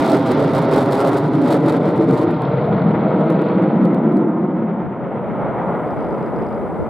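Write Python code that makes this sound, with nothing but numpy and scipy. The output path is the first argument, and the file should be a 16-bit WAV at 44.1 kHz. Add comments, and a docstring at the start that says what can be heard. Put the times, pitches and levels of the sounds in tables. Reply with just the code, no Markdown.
"""Fighter jet banking away

A twin-engined fighter banks away overhead and climbs, its exhaust turned toward a camcorder. The roar is noise
in bands of eddy size; a ground echo of mostly shrinking lag sweeps a comb of peaks upward. At first clipped
crests crackle at the microphone, with spits and lone snaps. As the jet recedes, filtered noise makes a hiss
and a breeze on the ports, and struck resonances make a ticking lens motor."""
import sys
import numpy as np
from scipy import signal
from scipy.fft import rfft, irfft, next_fast_len
from scipy.io import wavfile
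from scipy.ndimage import uniform_filter1d

SR = 44100
rng = np.random.default_rng(int(sys.argv[2]) if len(sys.argv) > 2 else 0)


def unload_audio(sound):
    """Save the sound as a 16-bit wav file, at the path given as the first command line argument."""
    columns = np.transpose(np.atleast_2d(sound))
    # keep every value between -1 and 1, then stretch to whole-number steps
    steps = np.round(np.clip(columns, -1, 1) * 32767)
    wavfile.write(sys.argv[1], SR, steps.astype(np.int16))


N = 303849
PADDED = next_fast_len(N + SR // 10, True)  # room for filter tails
T = np.arange(N) / SR  # seconds
F = np.maximum(np.fft.rfftfreq(PADDED, 1 / SR), 1)  # Hz
SIDES = np.array([[1], [-1]])  # left, right

# Exhaust noise by eddy size, before trims and swells. Each row: time in seconds, then the levels in dB
# of deep, rumble, roar, growl, rush and sizzle.
JET_LEVELS = [(0.0, -30.5, -22, -15, -24.5, -20, -41), (0.12, -29, -24.5, -18.5, -23, -24.5, -46.5),
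              (0.5, -23, -24, -20, -19.5, -22.5, -44.5), (1.1, -27.5, -28, -21, -21, -23, -50.5),
              (1.3, -23.5, -24, -18.5, -23.5, -24.5, -49.5), (1.52, -25.5, -25.5, -17.5, -23.5, -26.5, -51),
              (1.86, -26.5, -20, -21, -18.5, -25, -48.5), (2.15, -23, -30.5, -16, -21.5, -28.5, -53.5),
              (2.38, -26.5, -25, -22.5, -27, -27.5, -48.5), (2.55, -22, -26, -31.5, -21.5, -27.5, -50),
              (2.87, -25, -22, -25, -24, -25.5, -49.5), (3.2, -30.5, -18, -20.5, -23.5, -26, -50),
              (3.42, -29.5, -20.5, -22.5, -22.5, -27, -47.5), (3.88, -33.5, -15.5, -20, -24, -28, -53),
              (4.38, -35.5, -21.5, -20.5, -29.5, -30, -60.5), (4.68, -38, -19.5, -27.5, -30, -32.5, -58),
              (4.88, -34, -29, -31, -32.5, -32.5, -58.5), (5.22, -37, -28, -35, -27, -31, -56),
              (5.42, -32.5, -29.5, -30, -27, -27, -53.5), (5.65, -34.5, -26.5, -32.5, -26, -24.5, -54.5),
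              (5.98, -38, -33, -30, -27, -28.5, -56), (6.25, -35.5, -30, -29, -26, -29, -57),
              (6.89, -48, -32.5, -35, -28.5, -31, -60.5)]
# Colour of a clipped crest. Each row: frequency in Hz, relative gain in dB.
CRACKLE_COLOUR = [(500, -71), (2000, -30.5), (3800, -2), (4800, -2.5), (6000, -9), (8000, 2), (11000, 3.5),
                  (15500, 1.5)]
# Lone crests that snap on their own. Each row: start in seconds, relative peak in dB.
LONE_CRESTS = [(0.3187, -29), (0.5357, -33), (0.7432, -39), (0.9308, -26), (1.075, -29), (1.5194, -32),
               (1.9604, -43.5), (1.979, -40), (2.2697, -54), (2.2805, -58), (2.309, -41.5), (2.3147, -46),
               (2.319, -48), (2.325, -53), (2.38, -53), (2.4205, -40), (2.6655, -50), (2.911, -49),
               (3.2082, -46), (3.303, -34.5), (3.3104, -49), (3.3242, -42), (3.4193, -40.5), (3.4526, -52),
               (3.486, -54), (3.5793, -52), (3.5914, -58), (3.6218, -45.5), (3.6264, -51), (3.8327, -53),
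               (3.8427, -47), (3.8543, -40), (3.9045, -60), (3.9459, -41), (3.9534, -64), (3.9898, -50),
               (4.124, -47.5), (4.171, -41.5), (4.183, -49), (4.2845, -52)]


def undb(db):
    """Decibels to an amplitude factor."""
    return 10 ** (np.asarray(db) / 20)


def curves(table):
    """Each column of a timed table, at every sample."""
    s, *columns = np.transpose(table)
    return [np.interp(T, s, column) for column in columns]


def colour(points):
    """Gain at every frequency from (Hz, dB) points."""
    hz, db = np.transpose(points)
    return undb(np.interp(np.log(F), np.log(hz), db))


def shape(x, gain):
    """Filter by a gain at every frequency."""
    return irfft(rfft(x, PADDED) * gain, PADDED)[..., :N]


def unit(x):
    """Scale to rms 1."""
    return x / np.sqrt(np.mean(x ** 2))


def envelope(x, seconds):
    """Running rms, its power smoothed twice."""
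    size = max(int(seconds * SR), 2)
    power = uniform_filter1d(uniform_filter1d(x ** 2, size), size)
    return np.sqrt(np.abs(power) + 1e-18)


def flutter(hz):
    """Slow random wander of rms 1."""
    return unit(shape(rng.standard_normal(N), 1 / (1 + (F / hz) ** 4)))


def stereo_noise(gain, side):
    """Coloured noise on two ports that differ by the side share."""
    mid = shape(rng.standard_normal(N), gain)
    return mid + SIDES * shape(rng.standard_normal(N), gain * side)


def clicks(per_s, spread_db):
    """Random clicks, most small and a few large, with rms 1."""
    count = int(per_s * N / SR)
    when, size, sign = rng.random((count, 3)).T
    heights = np.sign(sign - .5) * undb(-spread_db * np.log(size + 1 / 300))
    return unit(np.bincount((when * N).astype(int), heights, N))


def crackle_level():
    """Crackle in dB before lulls and raggedness: a base easing as the jet turns away, plus bell-shaped surges."""
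    # Surges of the roar that overload the microphone. Each row: peak in seconds, length in seconds, crackle in dB.
    surge_table = [(0.006, 0.048, -46), (0.114, 0.084, -38), (0.272, 0.025, -43), (0.31, 0.023, -43),
                   (0.4, 0.059, -48.5), (0.565, 0.039, -44), (0.622, 0.026, -51), (0.745, 0.056, -42),
                   (0.806, 0.061, -42.5), (0.931, 0.061, -44), (1.008, 0.044, -46.5), (1.074, 0.036, -39.5),
                   (1.149, 0.065, -44), (1.46, 0.15, -50), (1.526, 0.059, -44), (1.61, 0.04, -62),
                   (1.693, 0.06, -45.5), (1.76, 0.026, -49.5), (1.87, 0.041, -54), (1.965, 0.02, -62),
                   (2.019, 0.022, -51), (2.114, 0.053, -50), (2.204, 0.089, -52.5)]
    base_db, fall_db_per_s = -48.5, 6
    base = undb(base_db - fall_db_per_s * T)
    surges = sum(undb(db) * np.exp(-2 * ((T - s) / length) ** 2) for s, length, db in surge_table)
    return 20 * np.log10(np.hypot(base, surges))


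def crest_swells(swell_db=1, swell_s=0.0026, full_crest_db=-37):
    """The roar bulges briefly, in dB, around each lone crest, more for the louder ones."""
    swell = np.zeros(N)
    for s, db in LONE_CRESTS:
        span = slice(int(s * SR) - SR // 50, int(s * SR) + SR // 50)
        swell[span] += undb((db - full_crest_db) / 2) * np.exp(-((T[span] - s) / swell_s) ** 2)
    return swell_db * np.minimum(swell, 1)


def ground_echo(x, phase=0.37, soft_hz=380, ground_hz=1000):
    """The sound plus its duller bounce off the ground, whose lag mostly shrinks as the jet nears the horizon."""
    # Lag of the bounce behind the direct sound. Each row: time in seconds, lag in ms.
    lag_table = [(0, 7.65), (.55, 7.55), (1.1, 7.37), (1.5, 7.1), (1.9, 6.72), (2.25, 6.55), (2.5, 6.62),
                 (2.85, 6.33), (3.45, 6.27), (3.9, 6.1), (4.25, 5.68), (4.55, 5.52), (5.6, 5.7),
                 (6.89, 5.35)]
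    # How much the ground returns. Each row: time in seconds, strength from 0 to 1.
    strength_table = [(0, 0.48), (.55, 0.4), (1.1, 0.57), (1.7, 0.41), (2.4, 0.5), (2.85, 0.07),
                      (3.45, 0.51), (4, 0.13), (4.45, 0.5), (5.1, 0.13), (6.89, 0)]
    lag_ms, strength = curves(lag_table)[0], curves(strength_table)[0]
    turn = np.exp(1j * phase / (1 + (F / soft_hz) ** 2))  # soft ground turns the phase of long waves
    bounce = shape(x, turn / np.sqrt(1 + (F / ground_hz) ** 2))  # grass returns little of the top
    delayed = np.array([np.interp(T - lag_ms / 1000, T, channel) for channel in bounce])
    return x + strength * delayed


def recede(x, edge_hz=4600, from_s=1.1, db_per_s=4):
    """As the path lengthens, the top edge of the roar fades away."""
    dull = shape(x, 1 / (1 + (F / edge_hz) ** 20))
    return dull + (x - dull) * undb(-db_per_s * np.maximum(T - from_s, 0))


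def exhaust(surge_db, upper_db=-4, upper_share=0.23, settle_s=0.79, surge_lift=0.34, shimmer_hz=24):
    """Turbulent mixing noise, band by band of eddy size; unsteady air makes the short waves surge and shimmer most."""
    # Upper edges of all bands but the last, in Hz.
    eddy_edges = (150, 235, 380, 620, 1150, 2400, 3400)
    # Colour of the noise before its bands are levelled. Each row: frequency in Hz, relative density in dB per Hz.
    exhaust_colour = [(30, -53.5), (55, -32), (80, -25.5), (120, -7), (165, 1), (230, 4), (315, 7.5),
                      (400, 0.5), (470, 0.5), (620, -3.5), (920, -15), (1400, -17.5), (2200, -24.5),
                      (4200, -58.5), (6000, -48)]
    # Stereo width of the source noise. Each row: frequency in Hz, side minus mid in dB.
    width_table = [(60, -8), (160, -23.5), (300, -23), (650, -16), (1300, -12.5), (2600, -13), (5000, -9.5)]
    # Resonances of the microphone housing. 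Each row: frequency in Hz, width in Hz, gain in dB.
    housing_modes = [(922, 200, 5.5), (1103, 89, -2.5), (1333, 360, 9.5), (1720, 200, -1.5),
                     (2090, 810, 10.5), (2493, 1200, -11.5), (3740, 2000, 3.5)]
    # Air swallows the shortest waves over the distance. Each row: time in seconds, dB relative to the sizzle.
    air_table = [(0, 1), (2, -2.5), (3, -9), (4.4, -8), (5, -13.5), (5.6, -11), (6.89, -9.5)]
    # Bearing of the jet. Each row: time in seconds, left minus right in dB.
    pan_table = [(0, -1.5), (1.4, -.3), (2.7, .7), (3.7, .1), (4.8, .4), (5.7, .3), (6.89, 1.4)]
    # One value for each of the eight bands, long waves to short.
    trims_db = (-.5, -.4, -.3, -.3, -.2, 0, -.7, -1.2)
    shimmers_db = (.2, .3, .5, .8, .8, 1.2, 1.2, 1.2)
    surge_shares = (0, 0, .4, 1.1, .9, 1.1, 1.1, 1.1)

    deep, rumble, roar, growl, rush, sizzle = curves(JET_LEVELS)
    upper = rush + upper_share * (sizzle - rush) + upper_db  # the top of the rush dulls with the sizzle
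    bulge = crest_swells()
    levels = (deep, rumble + bulge, roar + bulge, growl + bulge / 2, rush + bulge / 2,
              upper, sizzle, sizzle + curves(air_table)[0])
    # surge_lift: dB of swell per dB of crackle above its local average
    swell = surge_lift * (surge_db - uniform_filter1d(surge_db, int(settle_s * SR)))

    housing = undb(sum(db / (1 + (2 * (F - hz) / width) ** 2) for hz, width, db in housing_modes))
    far = 1 / (1 + (F / 4850) ** 11)  # little above 4850 Hz survives the path
    rest = ground_echo(stereo_noise(colour(exhaust_colour) * housing * far, colour(width_table)))
    out, shimmer = 0, flutter(shimmer_hz)
    for edge, db, trim, depth, share in zip((*eddy_edges, SR), levels, trims_db, shimmers_db, surge_shares):
        band = shape(rest, 1 / (1 + (F / edge) ** 20))
        rest = rest - band
        band = band * undb(depth * shimmer)
        steady = band / envelope(band.mean(axis=0), 0.34)
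        out = out + steady * undb(db + trim + share * swell)
    return recede(out) * undb(SIDES * curves(pan_table)[0] / 2)


def lulls():
    """Gain of the overload, which breaks off where the crests briefly stay within reach."""
    # Breaks in the crackle. Each row: centre in seconds, half length in seconds, depth in dB.
    lull_table = [(0.256, .004, -10), (0.363, .011, -12), (0.529, 0.0042, -8), (0.668, 0.0078, -12),
                  (0.704, 0.0046, -7), (0.899, .005, -8), (1.105, 0.0037, -7), (1.302, .011, -16),
                  (1.79, .008, -16), (1.945, 0.012, -20), (1.992, .007, -9), (2.262, .008, -16)]
    return undb(sum(db * np.exp(-((T - s) / half) ** 4) for s, half, db in lull_table))


def overload(x, db, crackle_db=0.5, flatten=0.42, apart=0.32, ragged_db=2.5, ragged_hz=55,
             fizz_db=-8, fizz_per_s=4500, fizz_spread_db=5.5, fizz_apart=0.45,
             trough_bias=.3, ends_s=2.31, fade_s=0.064):
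    """Crests beyond the microphone's reach are flattened, troughs first; the corners crackle, with a finer fizz."""
    # The harder the overload, the less room for a crest. Each row: crackle in dB, headroom in units of the rms.
    headroom_table = [(-64, 1.75), (-44, 1.3)]
    active = np.clip((ends_s - T) / fade_s, 0, 1) ** 2
    mid = x.mean(axis=0)
    rms = envelope(mid, 0.0061)
    pressure = (mid + apart * (x - mid)) / rms  # both ports meet nearly the same crests
    headroom = np.interp(db, *np.transpose(headroom_table))
    excess = pressure - np.clip(pressure, trough_bias - headroom, trough_bias + headroom)
    excess = shape(excess, 1 / (1 + (110 / F) ** 4))  # the preamplifier passes no offset

    corners = shape(excess, colour(CRACKLE_COLOUR))
    spread = envelope(corners.mean(axis=0), 0.18)
    corners = corners / (spread + 0.28 * spread[T < 2].mean()) * undb(crackle_db)  # partly levelled

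    fizz = clicks(fizz_per_s, fizz_spread_db) + SIDES * fizz_apart * clicks(fizz_per_s, fizz_spread_db)
    # each tiny corner falls 12 dB an octave, on top of the crackle colour
    fizz = unit(shape(fizz, colour(CRACKLE_COLOUR) / F ** 2)) * undb(fizz_db)
    crackle = (corners + fizz) * undb(db + ragged_db * flutter(ragged_hz))  # steep crests tear in clusters
    return x - active * lulls() * (flatten * excess * rms + crackle)


def spits(spit_db=-7, spit_s=0.0011, patter_db=-7, per_s=420, spread_db=3.0,
          hz=3650, width_hz=1500, spit_width_hz=2000, ends_s=4):
    """Weak shock fronts patter in the sizzle while the exhaust faces the listener; the stronger ones spit."""
    # Shock fronts dulled by the air. Each row: peak in seconds, relative level in dB.
    spit_table = [(2.3152, -42), (2.3442, -37), (2.4205, -38), (2.454, -32), (2.8894, -44), (3.283, -47),
                  (3.302, -41), (3.3229, -43), (3.3574, -40), (3.3928, -43), (3.455, -44), (3.485, -35),
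                  (3.7145, -45), (3.8368, -42), (3.8543, -41), (3.947, -38), (4.171, -46)]

    def dulled(width):
        return 1 / (1 + (2 * (F - hz) / width) ** 4)

    facing = np.clip((ends_s - T) * 2, 0, 1)
    sizzle_db = curves(JET_LEVELS)[-1]
    patter = unit(shape(clicks(per_s, spread_db), dulled(width_hz))) * undb(sizzle_db + patter_db) * facing
    bursts = np.zeros(N)
    for s, db in spit_table:
        span = slice(int(s * SR) - SR // 100, int(s * SR) + SR // 100)
        bursts[span] += undb(db + spit_db) * np.exp(-np.abs(T[span] - s) / spit_s)
    return patter + bursts * unit(shape(rng.standard_normal(N), dulled(spit_width_hz)))


def breeze(side=2.1, restless_db=2.0, restless_hz=5, calm_db=-65, breeze_db=-37,
           rises_s=4.37, rise_s=0.94, gust_s=0.028):
    """Low buffeting pushes the two ports mostly against each other; it rises late from a calm, with a few gusts."""
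    # Colour of the wind. Each row: frequency in Hz, relative density in dB per Hz.
    buffet_colour = [(20, -25.5), (45, -17), (70, -5), (110, -6), (200, -4), (500, -18.5), (2000, -80.5)]
    # Single gusts on the ports. Each row: peak in seconds, level in dB.
    gust_table = [(4.86, -34), (6.815, -27)]
    wind = stereo_noise(colour(buffet_colour), side)
    risen = np.clip((T - rises_s) / rise_s, 0, 1)
    steady = undb(calm_db + risen * (breeze_db - calm_db) + restless_db * flutter(restless_hz))
    gusts = sum(undb(db) * np.exp(-((T - s) / gust_s) ** 2) for s, db in gust_table)
    return wind / envelope(wind.mean(axis=0), 0.11) * np.hypot(steady, gusts)


def hiss(pan_db=-2):
    """Thin coloured noise, unrelated left and right, that swells as the roar fades."""
    # Level of the hiss before panning. Each row: time in seconds, level in dB.
    hiss_levels = [(0, -88), (3.8, -89), (4.35, -92), (4.8, -85), (5.2, -76.5), (5.8, -68.7), (6.89, -68.2)]
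    # Colour of the hiss. Each row: frequency in Hz, relative density in dB per Hz.
    hiss_colour = [(1000, -15), (4500, -1), (6200, -8.5), (8200, -1), (10800, -2.5), (12000, -7.5),
                   (15500, -6.5)]
    noise = stereo_noise(colour(hiss_colour), 1)
    return noise / noise.mean(axis=0).std() * undb(curves(hiss_levels)[0] + SIDES * pan_db / 2)


def narrow_swells(x, steady_s=0.022, width_share=0.3):
    """The roar swells for a moment in one narrow band, again and again at different pitches."""
    # Brief narrow-band swells of the roar. Each row: peak in seconds, length in seconds, centre in Hz,
    # relative level in dB.
    swell_table = [(0.112, 0.045, 730, -14.5), (0.415, 0.04, 536, -14.5), (0.738, 0.035, 520, -16.5),
                   (1.01, 0.038, 1310, -22.5), (1.063, 0.03, 570, -13), (1.41, 0.079, 285, -11.5),
                   (1.546, 0.043, 537, -15.5), (1.664, 0.073, 297, -13), (2.003, 0.026, 350, -10.5),
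                   (2.1, 0.042, 178, -12.5), (2.19, 0.055, 950, -23.5), (2.423, .05, 1035, -26),
                   (2.689, 0.027, 655, -18), (2.74, .06, 190, -14), (2.877, 0.078, 188, -11),
                   (3.075, 0.046, 630, -18.5), (3.13, 0.044, 480, -18), (3.226, 0.029, 680, -15.5),
                   (3.318, 0.031, 186, -16.5), (3.42, 0.11, 470, -19), (3.616, 0.066, 327, -15),
                   (3.838, 0.033, 197, -8.5), (4.18, 0.031, 317, -10), (4.263, 0.039, 356, -14.5),
                   (4.774, 0.027, 860, -27.5)]
    out, half = x.copy(), SR // 5
    for s, length, hz, db in swell_table:
        span = slice(max(int(s * SR) - half, 0), int(s * SR) + half)
        t = T[span]
        f = np.fft.rfftfreq(len(t), 1 / SR)
        narrow = 1 / (1 + (2 * (f - hz) / (width_share * hz)) ** 4)
        band = irfft(rfft(x[:, span]) * narrow, len(t))
        swollen = band / envelope(band.mean(axis=0), steady_s) * undb(db) / np.sqrt(2)
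        # crossfade from the plain band to the swollen one
        out[:, span] += np.exp(-2 * ((t - s) / length) ** 2) * (swollen - band)
    return out


def lone_crests(crest_db=2.5, width_s=0.00016, uneven_db=2, cut_s=0.0003, release=0.55):
    """A lone pressure peak is cut abruptly and let go a moment later, unequally at the two ports: one dry snap."""
    out, n = np.zeros((2, N)), np.arange(SR // 200)
    chances = rng.standard_normal((len(LONE_CRESTS), 3))
    for (s, db), (stretch, lean, hold) in zip(LONE_CRESTS, chances):
        cap = np.pi * n * np.exp(-n / (width_s * SR * np.exp(0.24 * stretch)))
        let_go = s + cut_s * np.exp(hold / 2)
        for at, size in ((s, 1), (let_go, release)):
            start = int(at * SR)
            out[:, start:start + len(n)] += size * cap * undb(db + SIDES * uneven_db * lean / 2)
    return undb(crest_db) * shape(out, colour(CRACKLE_COLOUR))


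def lens_motor(step_db=1.0, idle_db=-64, uneven_db=1.5, idle_from_s=5.862, idle_per_s=50,
               rattle=0.25, rattle_s=0.004, rattle_hz=4700, rattle_width_hz=800,
               tick=0.3, tick_s=0.001, tick_hz=8000):
    """Each motor step ticks, rattles and briefly rings the lens barrel; between moves it ticks on faintly."""
    # Steps of the motor. Each row: start in seconds, relative level in dB.
    motor_moves = [(5.8815, -60), (5.907, -59), (5.9464, -63), (5.9668, -60), (5.9868, -58), (6.0067, -55),
                   (6.0267, -56), (6.0467, -57), (6.0671, -58), (6.0866, -58), (6.107, -55), (6.1265, -58),
                   (6.1469, -55), (6.182, -55), (6.2267, -53), (6.2622, -52), (6.3619, -54), (6.3869, -54),
                   (6.4223, -54), (6.4667, -54), (6.4872, -55), (6.5071, -57), (6.5271, -53), (6.547, -55)]
    # Modes of the lens barrel. Each row: frequency in Hz, relative level in dB, 60 dB decay in seconds.
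    barrel_modes = [(4980, -11, 0.03), (4860, -6, 0.032), (4600, -6.5, 0.018), (4150, -6, 0.014)]
    t = T[:SR // 30]
    idle = []
    for s in np.arange(idle_from_s, T[-1] - t[-1], 1 / idle_per_s):
        if min(abs(s - move) for move, _ in motor_moves) > .5 / idle_per_s:
            idle.append((s, idle_db))
    steps = idle + [(s, db + step_db) for s, db in motor_moves]

    ring = sum(undb(db) * np.sin(2 * np.pi * hz * t) * np.exp(-np.log(1000) * t / t60)
               for hz, db, t60 in barrel_modes)
    rings, contact, strike = np.zeros((3, N))
    for (s, db), chance in zip(steps, rng.standard_normal(len(steps))):
        span = slice(int(s * SR), int(s * SR) + len(t))
        size = undb(db + uneven_db * chance)
        rings[span] += size * ring
        contact[span] += size * np.exp(-t / rattle_s)
        strike[span] += size * np.exp(-t / tick_s)
    grit = unit(shape(rng.standard_normal(N), 1 / (1 + (2 * (F - rattle_hz) / rattle_width_hz) ** 2)))
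    sharp = unit(shape(rng.standard_normal(N), 1 / (1 + (2 * (F - tick_hz) / tick_hz) ** 4)))
    return rings + rattle * contact * grit + tick * strike * sharp


def scene():
    """The jet at the microphone, with the breeze, the hiss and the lens motor."""
    surge_db = crackle_level()
    jet = overload(narrow_swells(exhaust(surge_db)), surge_db)
    return jet + spits() + lone_crests() + breeze() + hiss() + lens_motor()


def record(dry):
    """The camcorder cuts steeply above 15750 Hz."""
    return signal.sosfilt(signal.ellip(10, .1, 90, 15750, fs=SR, output="sos"), dry)


dry = scene()
out = record(dry)
unload_audio(out)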